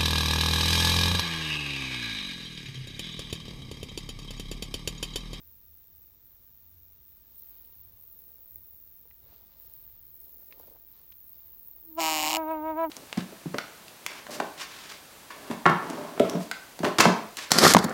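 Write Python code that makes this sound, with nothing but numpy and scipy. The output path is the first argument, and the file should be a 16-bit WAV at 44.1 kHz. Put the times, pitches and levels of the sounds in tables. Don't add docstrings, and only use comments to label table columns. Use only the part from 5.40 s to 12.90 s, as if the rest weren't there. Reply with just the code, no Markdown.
import sys
import numpy as np
from scipy import signal
from scipy.fft import rfft, irfft
from scipy.io import wavfile
from scipy.ndimage import uniform_filter1d

SR = 44100
rng = np.random.default_rng(int(sys.argv[2]) if len(sys.argv) > 2 else 0)


def wav_record(signal):
    frames = np.transpose(np.atleast_2d(signal))
    bounded = np.clip(frames, -1, 1)
    quanta = np.round(bounded * 32767).astype(np.int16)
    wavfile.write(sys.argv[1], SR, quanta)


N = 330750
TIME = np.arange(N) / SR

# frequency in Hz, relative level in dB.
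AIR_EQ = [(100, -9), (170, 0.5), (300, -3), (550, -9), (1200, -12), (2500, -15.5), (5000, -14),
          (7000, -15.5), (8600, -23.5), (10000, -18), (11500, -26), (16000, -35.5)]
RUMBLE_EQ = [(8.8, -44), (15, -9.5), (54, 0.5), (75, 1), (95, -5.5), (124, -7.5), (200, -23), (260, -36.5),
             (440, -120)]
TREAD_EQ = [(88, -39), (150, 1), (541, 3.5), (798, -2.5), (1400, -17), (2170, -17), (2500, -26.5),
            (3250, -55), (5500, -120)]
SWISH_EQ = [(590, -6), (1000, 3.5), (1470, -3.5), (2180, -3), (2550, -5), (3750, -0.5), (4610, -0.5),
            (8780, -17), (12000, -12), (15600, -44), (22000, -120)]
CRICKET_EQ = [(8500, -49), (10000, -33), (11600, -33.5), (12300, -25), (13000, -15), (14300, -3.5),
              (15600, 0.5), (16500, -4.5)]
# centre in seconds, length in seconds, level in dB.
PUFFS = [(2.5, 0.27, -75.5), (3.844, 0.12, -69), (4.45, 0.73, -72), (5.25, 0.18, -75), (6.906, 0.69, -69.5),
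         (7.322, .18, -63)]
# centre in seconds, length in seconds, pitch in Hz, level in dB.
DRONE_SWELLS = [(0.198, 0.51, 75.7, -62), (.62, 0.34, 78, -65.5), (1.4, 0.67, 84.3, -66),
                (2.457, 0.26, 95.9, -59.5), (3.155, 0.19, 82.5, -65)]
# pitch in Hz, level in dB.
WHINES = [(3620, -88), (5790, -84.5), (7960, -98)]
# centre and length in seconds, tread and swish levels in dB.
STEPS = [(1.0, 0.47, -86, -91), (2.16, 0.79, -78.5, -73.5), (3.0, 0.79, -73.5, -83.5),
         (3.925, 0.17, -67.5, -72), (4.264, 0.86, -75, -73), (4.938, 0.34, -71, -83.5),
         (5.225, 0.29, -65, -71), (5.588, 0.24, -75.5, -71.5), (6.017, 0.35, -77.5, -74.5),
         (6.456, 0.56, -73, -78.5)]
# centre in seconds, length in seconds, level in dB.
BRUSHES = [(2.033, 0.31, -66), (2.567, 0.1, -72), (2.847, 0.38, -68.5), (3.164, 0.062, -67),
           (4.25, 0.15, -63), (4.873, 0.25, -63), (5.042, 0.18, -63), (5.207, .05, -57),
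           (5.286, 0.065, -56), (5.592, 0.061, -65)]
# start in seconds, peak in dB, pitch in Hz.
SNAPS = [(2.251, -54, 3500), (3.654, -57, 470), (3.71, -49, 2040), (4.135, -54, 3250), (4.85, -54, 4000),
         (4.868, -57.5, 444), (5.046, -54, 5900), (5.112, -51, 2300), (5.1252, -38, 2250),
         (5.177, -54, 460), (5.199, -45.5, 517), (5.232, -55, 700), (5.279, -57, 450), (5.313, -51, 480),
         (5.35, -53, 472), (5.363, -55.5, 970), (5.722, -41.5, 2900), (5.727, -49, 3300),
         (5.944, -55, 4500), (5.956, -53, 4800)]
# start in seconds, seconds until the fade, opening level in dB.
VERSES = [(1.91, 0.27, -48.5), (2.55, 0.74, -49.5), (4.153, 0.87, -48.5), (5.656, 1.31, -47.5),
          (7.37, 0.16, -46.5)]
# time in seconds, level in dB relative to its closest.
APPROACH = [(6.38, -47), (6.49, -17.5), (6.555, -14), (6.584, 0)]
# time in seconds, wingbeat in Hz, buzz level in dB.
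FLIGHT = [(6.44, 327.5, -82), (6.558, 310.9, -67), (6.586, 335.4, -29.5), (6.63, 320.1, -30.5),
          (6.71, 317.1, -32.5), (6.78, 307.5, -47), (6.87, 307.5, -47), (6.93, 316, -35),
          (6.99, 323.5, -31), (7.056, 309.3, -36), (7.115, 322, -29), (7.165, 310.3, -34.5),
          (7.21, 304.5, -38.5), (7.26, 316.3, -32), (7.305, 318, -30), (7.35, 304.2, -40),
          (7.392, 329, -28.5), (7.447, 327, -26.5), (7.48, 302, -44)]
# multiple of the wingbeat, relative level in dB.
WING_OVERTONES = [(3, -2.5), (4, -14), (5, -20.5), (6, -30.5), (7, -27), (8, -33), (9, -37.5), (10, -43.5),
                  (12, -46.5), (14, -57), (17, -59.5), (24, -59.5)]
# start and end in seconds, wingbeats per slap, relative level in dB, unsteadiness from 0 to 1.
SLAP_RUNS = [(6.5732, 6.602, 2, -1, .35), (6.6039, 6.634, 2, -.5, .55), (6.635, 6.769, 2, 2, 0.17),
             (6.7743, 6.828, 2, 1, .28), (6.8302, 6.892, 2, 1.5, .33), (6.8957, 6.924, 2, 0, 0.52),
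             (6.9307, 6.972, 3, 2.3, .4)]
# frequency in Hz, width in Hz, relative level in dB.
SLAP_MODES = [(808, 335, 6), (1060, 250, -1.5), (2400, 780, -1.5), (2900, 360, 1.5), (4500, 3100, -7),
              (5400, 900, -8.5), (6830, 1160, -5), (7540, 1140, -8), (9270, 2800, -14.5), (12080, 350, -7),
              (12900, 1000, -11), (15100, 4400, -14)]

CRUISE_HZ, CRUISE_DB = 316, -30.5
TOUCH_S, PRESSED_S, FREE_S, TURN_AWAY_S = 6.6, 6.604, 6.925, 7.478


def amp(db):
    return 10 ** (np.asarray(db) / 20)


def unit(x):
    return x / np.sqrt(np.mean(x ** 2) + 1e-20)


def curves(rows):
    s, *columns = np.transpose(rows)
    return [np.interp(TIME, s, c) for c in columns]


def ramp(s, length):
    return np.clip((TIME - s) / length, 0, 1)


def swell(s, length, skew=0.071):
    u = 2 * (TIME - s) / length
    return np.exp(-(u / (1 + skew * np.tanh(u))) ** 2)


def colour(x, eq):
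    hz, db = np.transpose(eq)
    bins = np.fft.rfftfreq(N, 1 / SR)
    gain = amp(np.interp(np.log(bins + 1), np.log(hz + 1), db))
    return unit(irfft(rfft(x) * gain, N))


def noise():
    return rng.standard_normal(N)


def wander(hz):
    return unit(irfft(rfft(noise()) / (1 + (np.fft.rfftfreq(N, 1 / SR) / hz) ** 4), N))


def add(mix, s, sound):
    part = mix[round(s * SR):][:len(sound)]
    part += sound[:len(part)]


def ring(modes, size=2048):
    hz = abs(np.fft.fftfreq(size, 1 / SR))
    power = sum(amp(db) ** 2 / (1 + (2 * (hz - f) / width) ** 2) ** 2 for f, width, db in modes)
    minimum_phase = np.exp(np.conj(signal.hilbert(np.log(power) / 2)))
    response = np.fft.ifft(minimum_phase).real
    return response / np.linalg.norm(response)


def background(air_db=-72, rumble_db=-68, waver_hz=3, waver_db=3):
    drone = sum(amp(db) * swell(s, length) * np.sin(2 * np.pi * np.cumsum(hz + waver_hz * wander(12)) / SR)
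                for s, length, hz, db in DRONE_SWELLS)
    drift = 1 + 0.00087 * wander(36)
    whines = sum(amp(db) * np.sin(2 * np.pi * np.cumsum(hz * drift) / SR) for hz, db in WHINES)
    whines *= np.interp(TIME, [3.6, 4.2], [1, 0])
    puffs = sum(amp(db) * swell(s, length) for s, length, db in PUFFS)
    rumble = (amp(rumble_db) + puffs) * colour(noise(), RUMBLE_EQ)
    air = amp(air_db) * colour(noise(), AIR_EQ)
    return air + rumble + drone * amp(waver_db * wander(4.5)) + whines


def steps(crackles_per_s=1500, crackle=0.92):
    weight = sum(amp(db) * swell(s, length) for s, length, db, _ in STEPS)
    sweep = sum(amp(db) * swell(s, length) for s, length, _, db in STEPS)
    touch = sum(amp(db) * swell(s, length) for s, length, db in BRUSHES)
    grains = unit(noise() * (rng.random(N) < crackles_per_s / SR))
    tread = colour(noise() * amp(2.7 * wander(60)), TREAD_EQ)
    swish = colour(noise() + crackle * grains, SWISH_EQ)
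    brush_eq = [(2000, -20), (5000, -10), (8500, -11.5), (10500, -4.5), (12500, 1), (16000, -1.5)]
    brush = colour(noise() * amp(4.1 * wander(120)), brush_eq)
    return weight * tread + sweep * swish + touch * brush


def snaps(breadth=0.62, crumble_cycles=5, splinter=.12):
    out, t = np.zeros(N), TIME[:2500]
    for s, db, hz in SNAPS:
        crack = (t == 0) + splinter * rng.standard_normal(len(t)) * np.exp(-t * hz / crumble_cycles)
        snap = signal.fftconvolve(crack, ring([(hz, breadth * hz, 0), (1.82 * hz, 1.4 * hz, -12)]))
        add(out, s, amp(db) * snap / abs(snap).max())
    return out


def trill(syllable_hz, closing_width=.05, opening_db=-7, blur_db=-11, uneven_db=3.5, waver=.012):
    cycle = (np.cumsum(syllable_hz * (1 + waver * wander(30))) / SR) % 1
    opening = amp(opening_db) * np.exp(-((cycle - .45) / .15) ** 2)
    closing = np.exp(-((cycle - .7) / closing_width) ** 2)
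    return colour(noise() * (opening + closing + amp(blur_db)) * amp(uneven_db * wander(300)), CRICKET_EQ)


def crickets(far_db=-51.5, attack_s=.05, growth_db_per_s=1, fade_db_per_s=17.5):
    verses = np.zeros(N)
    for s, length, db in VERSES:
        growth_db = growth_db_per_s * np.clip(TIME - s, 0, length)
        fade_db = fade_db_per_s * np.maximum(TIME - s - length, 0)
        verses = np.maximum(verses, ramp(s, attack_s) * amp(db + growth_db - fade_db))
    far = trill(syllable_hz=100.9, closing_width=.1, opening_db=-10, blur_db=-5.5,
                uneven_db=0.5, waver=.003)
    near = verses * amp(.7 * wander(12)) * trill(syllable_hz=79)
    return near + amp(far_db + wander(6.8)) * far


def stroke_levels(hz, buzz_db, closest_db=-37.7, octave_db=-4.5, octave_db_per_hz=.25,
                  hampered_db=-5, hampered_octave_db=-52, shake_db=2.5, turn_db_per_s=1400):
    near_db, = curves(APPROACH)
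    overtones = buzz_db - turn_db_per_s * np.maximum(TIME - TURN_AWAY_S, 0)
    free_octave = overtones + octave_db + octave_db_per_hz * (hz - CRUISE_HZ)
    touching = ramp(TOUCH_S, 0.0049) - ramp(FREE_S, 0.02)
    octave = (1 - touching) * free_octave + touching * hampered_octave_db
    fundamental = closest_db + near_db + touching * hampered_db
    return [db + touching * shake_db * wander(59) for db in (fundamental, octave, overtones)]


def wing_hum(turns, fundamental_db, octave_db, overtones_db, brighten=0.13, flutter_db=2, air_db=-41):
    near = TIME >= APPROACH[0][0]
    angle = 2 * np.pi * turns[near]
    effort_db = np.clip(overtones_db[near] - CRUISE_DB, -10, 2)
    hum = amp(fundamental_db[near]) * np.cos(angle) + amp(octave_db[near]) * np.sin(2 * angle)
    for k in range(3, 25):
        flutter = unit(uniform_filter1d(uniform_filter1d(rng.standard_normal(len(angle)), 400), 300))
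        tilt_db_per_octave = brighten * effort_db + flutter_db * flutter
        db = np.interp(k, *np.transpose(WING_OVERTONES)) + np.log2(k / 3) * tilt_db_per_octave
        hum += amp(overtones_db[near] + db) * np.cos(k * angle)
    puff_eq = [(100, 10.5), (700, 9), (1500, -9.5), (4000, -26), (7500, -28), (12000, -37.5)]
    puffs = colour(noise(), puff_eq) * (1 + np.cos(2 * np.pi * turns))
    out = amp(overtones_db + air_db) * puffs
    out[near] += np.sqrt(2) * hum
    return out


def wing_hits(turns, uneven_db=0.9, wobble_s=0.00014, crumple=0.23, crumple_s=0.002,
              rebound_s=0.0036, rebound_db=-22, press_db_per_s=850):
    hits, t = np.zeros(N), TIME[:128]
    for first, end, beats, db, unsteady in SLAP_RUNS:
        start, stop = np.interp([first, end], TIME, turns)
        for s in np.interp(np.arange(start, stop, beats), turns, TIME):
            s += unsteady * wobble_s * rng.standard_normal() - .0005
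            click = (t == 0) + unsteady * crumple * rng.standard_normal(len(t)) * np.exp(-t / crumple_s)
            click *= amp(db + unsteady * uneven_db * rng.standard_normal())
            add(hits, s, click)
            add(hits, s + rebound_s * rng.uniform(1.0, 1.1), amp(rebound_db) * click)
    return hits * amp(-press_db_per_s * np.clip(PRESSED_S - TIME, 0, .1))


def disperse(response, delay_s=.0009, at_hz=1000):
    hz = np.fft.rfftfreq(len(response), 1 / SR)
    return irfft(rfft(response) * np.exp(-4j * np.pi * delay_s * np.sqrt(at_hz * hz)))


def wing_slaps(hits, slap_db=-5.5, scrape_db=-21, scrape_s=0.015, thump_db=-32):
    fade = np.exp(-TIME[:1000] / scrape_s)
    scrape = np.sqrt(abs(signal.oaconvolve(hits ** 2, fade / fade.sum())[:N])) * noise()
    rasp = signal.oaconvolve(hits + amp(scrape_db) * scrape, disperse(ring(SLAP_MODES)))[:N]
    rasp = signal.lfilter(*signal.iirnotch(6150, Q=14, fs=SR), rasp)
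    rasp = signal.sosfilt(signal.butter(4, 620, "high", fs=SR, output="sos"), rasp)
    thump = signal.oaconvolve(hits, ring([(262, 240, 0)]))[:N]
    return amp(slap_db) * rasp + amp(thump_db) * thump


def insect(jitter=.0014):
    hz, buzz_db = curves(FLIGHT)
    turns = np.cumsum(hz * (1 + jitter * wander(50))) / SR
    return wing_hum(turns, *stroke_levels(hz, buzz_db)) + wing_slaps(wing_hits(turns))


def scene():
    return (insect() + crickets() + steps() + snaps() + background())[None]


def record(dry):
    low_pass = signal.firwin(901, cutoff=15900, window=("kaiser", 9), fs=SR)
    return signal.oaconvolve(dry, low_pass[None], "same")


dry = scene()
out = record(dry)
wav_record(out)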